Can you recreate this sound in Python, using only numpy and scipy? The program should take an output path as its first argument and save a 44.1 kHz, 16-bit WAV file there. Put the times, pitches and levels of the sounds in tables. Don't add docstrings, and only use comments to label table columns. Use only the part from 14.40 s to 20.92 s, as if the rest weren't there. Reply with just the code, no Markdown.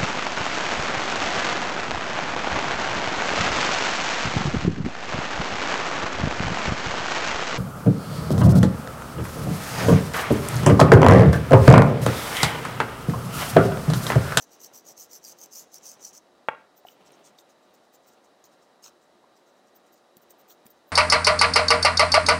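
import sys
import numpy as np
from scipy import signal
from scipy.fft import rfft, irfft
from scipy.io import wavfile
from scipy.ndimage import uniform_filter1d

SR = 44100
rng = np.random.default_rng(int(sys.argv[2]) if len(sys.argv) > 2 else 0)


def master_out(mix):
    frames = np.transpose(np.atleast_2d(mix))
    ceiling = np.clip(frames, -1, 1)
    pcm = np.round(ceiling * 32767).astype(np.int16)
    wavfile.write(sys.argv[1], SR, pcm)


N = 287486
TIME = np.arange(N) / SR
EDGE_HZ = 15900


# (start [s], length [s], level [dB], fizz relative to that level [dB])
STROKES = [(0.001, 0.049, -49, -5), (0.102, 0.071, -55, -7), (0.197, 0.086, -47.5, -4),
           (0.327, 0.085, -49, -4), (0.445, 0.087, -46.5, -6), (0.567, 0.1, -45, -4),
           (0.693, 0.099, -45, -6.5), (0.829, 0.11, -42.5, -6.5), (0.972, 0.099, -49, -4),
           (1.111, 0.14, -41.5, -7), (1.318, 0.064, -46, -9), (1.42, 0.14, -43, -10),
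           (1.594, 0.12, -45, -11), (1.731, 0.062, -47, -14)]
# (time [s], level before smoothing [dB])
SNAGS = [(0.023, -43), (.2044, -56), (0.2457, -38), (0.5782, -40), (0.731, -41), (0.85, -39), (.986, -52),
         (1.036, -39), (1.059, -47), (1.3433, -36.5), (1.381, -45), (1.7305, -55)]
# (frequency [Hz], relative density [dB per Hz])
BRISTLE_HISS = [(600, -43), (2400, -25), (3700, -24), (4400, -13.5), (5100, -8), (6050, 2), (7000, -6.5),
                (8300, -11.5), (9300, -17), (11000, -16.5), (14000, -24)]
BRISTLE_FIZZ = [(7500, -36.5), (9500, -28), (10900, -15.5), (12000, 3), (13000, -4), (14000, 3),
                (15900, -8)]
STROKE_GLIDE_S, PUSH_FASTEST, PULL_FASTEST = 0.0095, 0.57, 0.41
HISS_POWER, FIZZ_POWER, HISS_TRIM_DB, DRAG_DB = 1.52, 2, -1.67, -71


def brush(snag_t60=0.028, snag_fizz_db=-7):
    slips = grains(per_s=3000, spread_db=3.0, clump_db=1.7, clump_s=.003, smooth=.6)
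    slips = wander(slips, patch_db=3.0, patch_s=.016, patch_hz=260, size=512)

    snags = np.zeros(N)
    for s, db in SNAGS:
        add(snags, s, gain_of(db - 60 * TIME[:SR // 10] / snag_t60))
    snags = uniform_filter1d(snags, size=90)

    hiss = gain_of(DRAG_DB) * (TIME < STROKES[-1][0])
    fizz = np.zeros(N)
    for k, (s, length, db, fizz_db) in enumerate(STROKES):
        fastest = PULL_FASTEST if k % 2 else PUSH_FASTEST
        hiss_speed = stroke(s, length, STROKE_GLIDE_S, fastest, HISS_POWER)
        fizz_speed = stroke(s, length, STROKE_GLIDE_S, fastest, FIZZ_POWER)
        hiss = np.hypot(hiss, gain_of(db + HISS_TRIM_DB) * hiss_speed)
        fizz = np.hypot(fizz, gain_of(db + fizz_db) * fizz_speed)

    hiss = np.hypot(hiss, snags)
    fizz = np.hypot(fizz, gain_of(snag_fizz_db) * snags)
    return hiss * colour(slips, BRISTLE_HISS) + fizz * colour(slips, BRISTLE_FIZZ)


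# (start [s], length [s], level [dB], fizz relative to that level [dB])
RUBS = [(2.357, 0.052, -59.5, -0.5), (2.438, 0.13, -61, -1.5), (2.647, 0.049, -60, -16),
        (2.712, 0.062, -64.5, -17), (2.83, 0.083, -56.5, -15), (2.973, 0.056, -60.5, -7),
        (3.085, 0.051, -64, -12), (3.332, 0.032, -64.5, -3), (3.523, 0.051, -58, -3.5),
        (3.661, 0.056, -60.5, -3), (4.036, 0.045, -57.5, -4.5), (4.418, 0.089, -50, -11),
        (5.346, 0.038, -58.5, -0.5), (5.523, 0.034, -63.5, -2.5), (5.765, 0.021, -58, 0),
        (5.815, 0.027, -61, -0.5), (5.894, 0.036, -55.5, -0.5), (5.98, 0.048, -60.5, -0.5),
        (6.075, 0.078, -54, -1), (6.251, 0.036, -58.5, 4), (6.295, 0.034, -54.5, 0), (6.466, 0.06, -66, 2)]
# (start [s], length [s], level [dB])
SCRAPES = [(2.625, 0.24, -71), (4.44, .052, -56), (6.095, 0.039, -57)]
# (frequency [Hz], relative density [dB per Hz])
TISSUE_RUSTLE = [(800, -30), (2500, -12), (4000, -8.5), (5000, -1), (6200, 4), (7900, -1.5), (9500, -9.5),
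                 (11500, -20), (15000, -33)]
TISSUE_FIZZ = [(8000, -39), (11800, -21), (13200, 2.5), (14700, 9), (15900, -7)]
BOARD_SCRAPE = [(200, -18), (550, -2), (900, 3), (1500, 3), (2300, -11), (3300, -1.5), (4500, 6.5),
                (5600, -15), (9000, -9)]
RUB_GLIDE_S, RUB_FASTEST, RUB_POWER = 0.0043, 0.4, 2.05
LEAST_RUSTLE, WIPE_FIZZ_DB = 0.057, -11


def tissue():
    slips = grains(per_s=3000, spread_db=3.0, clump_db=1.4, clump_s=.004, smooth=.6)
    slips = wander(slips, patch_db=3.2, patch_s=.02, patch_hz=260, size=512)

    rustle = wiping()
    fizz = gain_of(WIPE_FIZZ_DB) * rustle
    for s, length, db, share_db in RUBS:
        rub = gain_of(db) * stroke(s, length, RUB_GLIDE_S, RUB_FASTEST, RUB_POWER)
        share = gain_of(share_db)
        rustle_share = np.sqrt(max(1 - share ** 2, 0) + LEAST_RUSTLE)
        rustle = np.maximum(rustle, rustle_share * rub)
        fizz = np.maximum(fizz, share * rub)

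    scrape = np.zeros(N)
    for s, length, db in SCRAPES:
        scrape += gain_of(db) * stroke(s, length, RUB_GLIDE_S, fastest=.55, power=1.5)
    return (rustle * colour(slips, TISSUE_RUSTLE) + fizz * colour(slips, TISSUE_FIZZ)
            + scrape * colour(slips, BOARD_SCRAPE))


# (start [s], end [s], typical level [dB])
WIPING = [(3.206, 3.9, -71), (4.085, 4.28, -69), (4.59, 4.68, -68.5), (4.935, 5.6, -70.5),
          (6.335, 6.42, -73.5)]
WIPES_PER_S, WIPE_SPREAD_DB, WIPE_JITTER_S = 10.2, 2, 0.0062


def wiping(contact=0.64):
    out = np.zeros(N)
    swing_s = 1 / WIPES_PER_S
    length = contact * swing_s
    for start, end, db in WIPING:
        for middle in np.arange(start + swing_s / 2, end, swing_s):
            harder, later = rng.standard_normal(2)
            begin = middle + WIPE_JITTER_S * later - length / 2
            wipe = stroke(begin, length, RUB_GLIDE_S, RUB_FASTEST, RUB_POWER)
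            out += gain_of(db + WIPE_SPREAD_DB * harder) * wipe
    return out


# (time [s], relative level [dB], contact low-pass corner [Hz])
BLOWS = [(2.08576, 0, 1230), (2.08731, -6.6, 2700), (2.09017, -13.9, 1610), (2.09242, -21.5, 1640),
         (2.1335, -27, 900)]
# (frequency [Hz], level [dB], t60 [s])
BENCH = [(224, -79, 0.03), (555, -20, 0.024), (650, -26, 0.024), (885, -19.5, 0.052), (1070, -9, 0.016),
         (1390, -19, 0.02), (1600, -17, 0.03), (1860, -21, 0.044), (2250, -12.5, 0.015),
         (2765, -25.5, 0.026), (3230, -27, 0.031)]


def knock(crack_db=-37, crack_t60=0.023):
    modes = sum(ring(hz, db, t60) for hz, db, t60 in BENCH)
    out = np.zeros(N)
    for s, db, hardness_hz in BLOWS:
        add(out, s, gain_of(db) * cut(modes, hardness_hz, "low", order=2))
    out = cut(out, hz=3400, kind="low", order=7)
    out = cut(out, hz=111, kind="high", order=4)
    add(out, BLOWS[0][0], snap(crack_db, crack_t60, bright_hz=10700))
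    return out


# (time [s], ring level [dB], ring frequency [Hz])
TAPS = [(2.4501, -33, 730), (2.4697, -44, 2940), (2.4855, -37.5, 3010), (2.72, -47, 8800),
        (2.987, -43, 3700), (2.9876, -45, 4560), (4.0408, -44, 6700), (4.44, -39, 5360),
        (4.4805, -48, 1140), (4.841, -45, 1010), (4.8945, -60, 1076), (5.9064, -44, 8500)]
TAP_RISE_CYCLES, TAP_T60_AT_1KHZ, TAP_DAMPING = 0.85, 0.025, .3
TAP_SNAP_DB, TAP_SNAP_REACH, SNAP_T60 = -4.5, 1.8, .017


def taps():
    out = np.zeros(N)
    for s, db, hz in TAPS:
        tone = ring(hz, db, TAP_T60_AT_1KHZ * (1000 / hz) ** TAP_DAMPING)
        cushion = np.minimum(TIME[:len(tone)] * hz / TAP_RISE_CYCLES, 1)
        add(out, s, cushion * tone + snap(db + TAP_SNAP_DB, SNAP_T60, TAP_SNAP_REACH * hz))
    return out


# (time [s], thud level [dB], click level on snap's scale [dB])
BUMPS = [(4.753, -55.5, -66), (5.769, -48, -36), (6.257, -47, -49), (6.2656, -51, -34)]
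BUMP_HZ, BUMP_T60, BUMP_CLICK_FROM_HZ, BUMP_BRIGHT_HZ = 196, 0.037, 4400, 12500


def bumps(click_t60=0.014):
    out = np.zeros(N)
    for s, thud_db, click_db in BUMPS:
        click = snap(click_db, click_t60, BUMP_BRIGHT_HZ)
        click = cut(click, BUMP_CLICK_FROM_HZ, "high", order=1)
        add(out, s, ring(BUMP_HZ, thud_db, BUMP_T60) + click)
    return out


# (start [s], end [s], level added in power to rest [dB])
SHUFFLES = [(0, 1.8, -62), (2.48, 2.907, -61.5), (2.95, 3.84, -69), (6.0, 6.8, -71)]
# (frequency [Hz], relative density [dB per Hz])
SHUFFLE_COLOUR = [(40, -35.5), (150, -0.5), (300, 0.5), (560, 3.5), (1000, -2), (1700, -11.5), (3000, -9.5),
                  (5000, -19), (12000, -33)]
SHUFFLE_REST_DB, SHUFFLE_EASE_S = -68.5, 0.14


def shuffle():
    slips = grains(per_s=1500, spread_db=3.5, clump_db=2.5, clump_s=0.055, smooth=1.4)
    busy = np.zeros(N)
    for start, end, db in SHUFFLES:
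        inside_s = np.minimum(TIME - start, end - TIME)
        busy += gain_of(db) * np.clip(inside_s / SHUFFLE_EASE_S + .5, 0, 1)
    return np.hypot(gain_of(SHUFFLE_REST_DB), busy) * colour(slips, SHUFFLE_COLOUR)


# (frequency [Hz], relative density [dB per Hz])
FAN_AIR = [(18, -42), (30, -38), (108, -22.5), (225, -3), (591, -0.5), (970, -5), (1110, -7), (1400, -10.5),
           (1970, -11.5), (2240, -20.5), (3880, -18.5), (4780, -18.5), (6210, -22.5), (8280, -26),
           (15500, -37)]
# (frequency [Hz], full width at half amplitude [Hz], rms level [dB])
FAN_TONES = [(69, 9.3, -93), (354, 9.8, -75), (580, 145, -72.5), (738, 103, -72.5), (1210, 65, -78),
             (1382, 15, -80.5), (1940, 150, -101.5), (3900, 260, -78)]


def fan():
    out = gain_of(-62.0) * colour(rng.standard_normal(N), FAN_AIR)
    f = np.fft.rfftfreq(N, 1 / SR)
    for hz, width, db in FAN_TONES:
        resonance = 1 / (1 + ((f - hz) / width * 2) ** 2)
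        tone = irfft(rfft(rng.standard_normal(N)) * resonance, N)
        out += gain_of(db) * evened(tone)
    return out


# (frequency [Hz], t60 [s])
ROOM = [(150, 0.54), (600, 0.31), (1400, 0.39), (3000, 0.36), (8000, 0.25), (15000, 0.16)]


def room(x, first_s=0.0099, echoes_per_s=3000):
    echoes = rng.choice([-1., 1.], SR) * (rng.random(SR) < echoes_per_s / SR)
    echoes *= TIME[:SR] > first_s
    hz, t, z = signal.stft(echoes, SR, nperseg=256)
    decay = gain_of(-60 * t / read(ROOM, hz)[:, None])
    tail = signal.istft(z * decay, SR, nperseg=256)[1]
    return signal.fftconvolve(x, tail / np.linalg.norm(tail))[:N]


def stroke(start, length, glide_s, fastest, power):
    moments = [start - glide_s, start + length * fastest, start + length + glide_s]
    way = np.interp(TIME, moments, [0, 1, 0])
    moving = way > 0
    way[moving] = np.sin(np.pi / 2 * way[moving]) ** power
    return way


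def grains(per_s, spread_db, clump_db, clump_s, smooth):
    size = gain_of(spread_db * np.minimum(rng.exponential(1, N), 6)) * rng.choice([-1, 1], N)
    slips = evened(size * (rng.random(N) < per_s / SR))
    clumps = evened(uniform_filter1d(rng.standard_normal(N), max(1, round(clump_s * SR))))
    return (slips + smooth * rng.standard_normal(N)) * gain_of(clump_db * clumps)


def wander(x, patch_db, patch_s, patch_hz, size):
    z = signal.stft(x, nperseg=size)[2]
    patches = rng.standard_normal(z.shape)
    for _ in range(2):
        patches = uniform_filter1d(patches, max(1, round(patch_s * SR * 2 / size)), axis=1)
        patches = uniform_filter1d(patches, max(1, round(patch_hz * size / SR)), axis=0)
    return signal.istft(z * gain_of(patch_db * evened(patches)), nperseg=size)[1][:N]


def snap(db, t60, bright_hz):
    t = TIME[:SR // 4]
    burst = cut(rng.standard_normal(len(t)), min(bright_hz, EDGE_HZ), "low", order=2)
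    return burst * gain_of(db - 60 * t / t60) / 2


def ring(hz, db, t60):
    t = TIME[:SR // 4]
    return gain_of(db - 60 * t / t60) * np.cos(2 * np.pi * hz * t)


def colour(x, spectrum, size=4096):
    log_gain = np.log(gain_of(read(spectrum, abs(np.fft.fftfreq(size, 1 / SR)))))
    response = np.fft.ifft(np.exp(np.conj(signal.hilbert(log_gain)))).real
    return evened(signal.oaconvolve(x, response[:size // 2])[:len(x)])


def cut(x, hz, kind, order):
    return signal.sosfilt(signal.butter(order, hz, kind, fs=SR, output="sos"), x)


def read(points, hz):
    f, value = np.transpose(points)
    return np.interp(np.log(hz + 1), np.log(f + 1), value)


def evened(x):
    return x / np.sqrt(np.mean(x ** 2) + 1e-20)


def gain_of(db):
    return 10 ** (np.asarray(db) / 20)


def add(mix, s, sound):
    part = mix[round(s * SR):][:len(sound)]
    part += sound[:len(part)]


def scene():
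    rubbing = brush() + tissue()
    hits = knock() + taps() + bumps()
    echoes = room(gain_of(-22.0) * rubbing + gain_of(-16.5) * hits)
    return (rubbing + hits + echoes + shuffle() + fan())[None]


def record(dry):
    low_pass = signal.firwin(511, EDGE_HZ, window=("kaiser", 9), fs=SR)
    return signal.oaconvolve(dry, low_pass[None], "same")


dry = scene()
out = record(dry)
master_out(out)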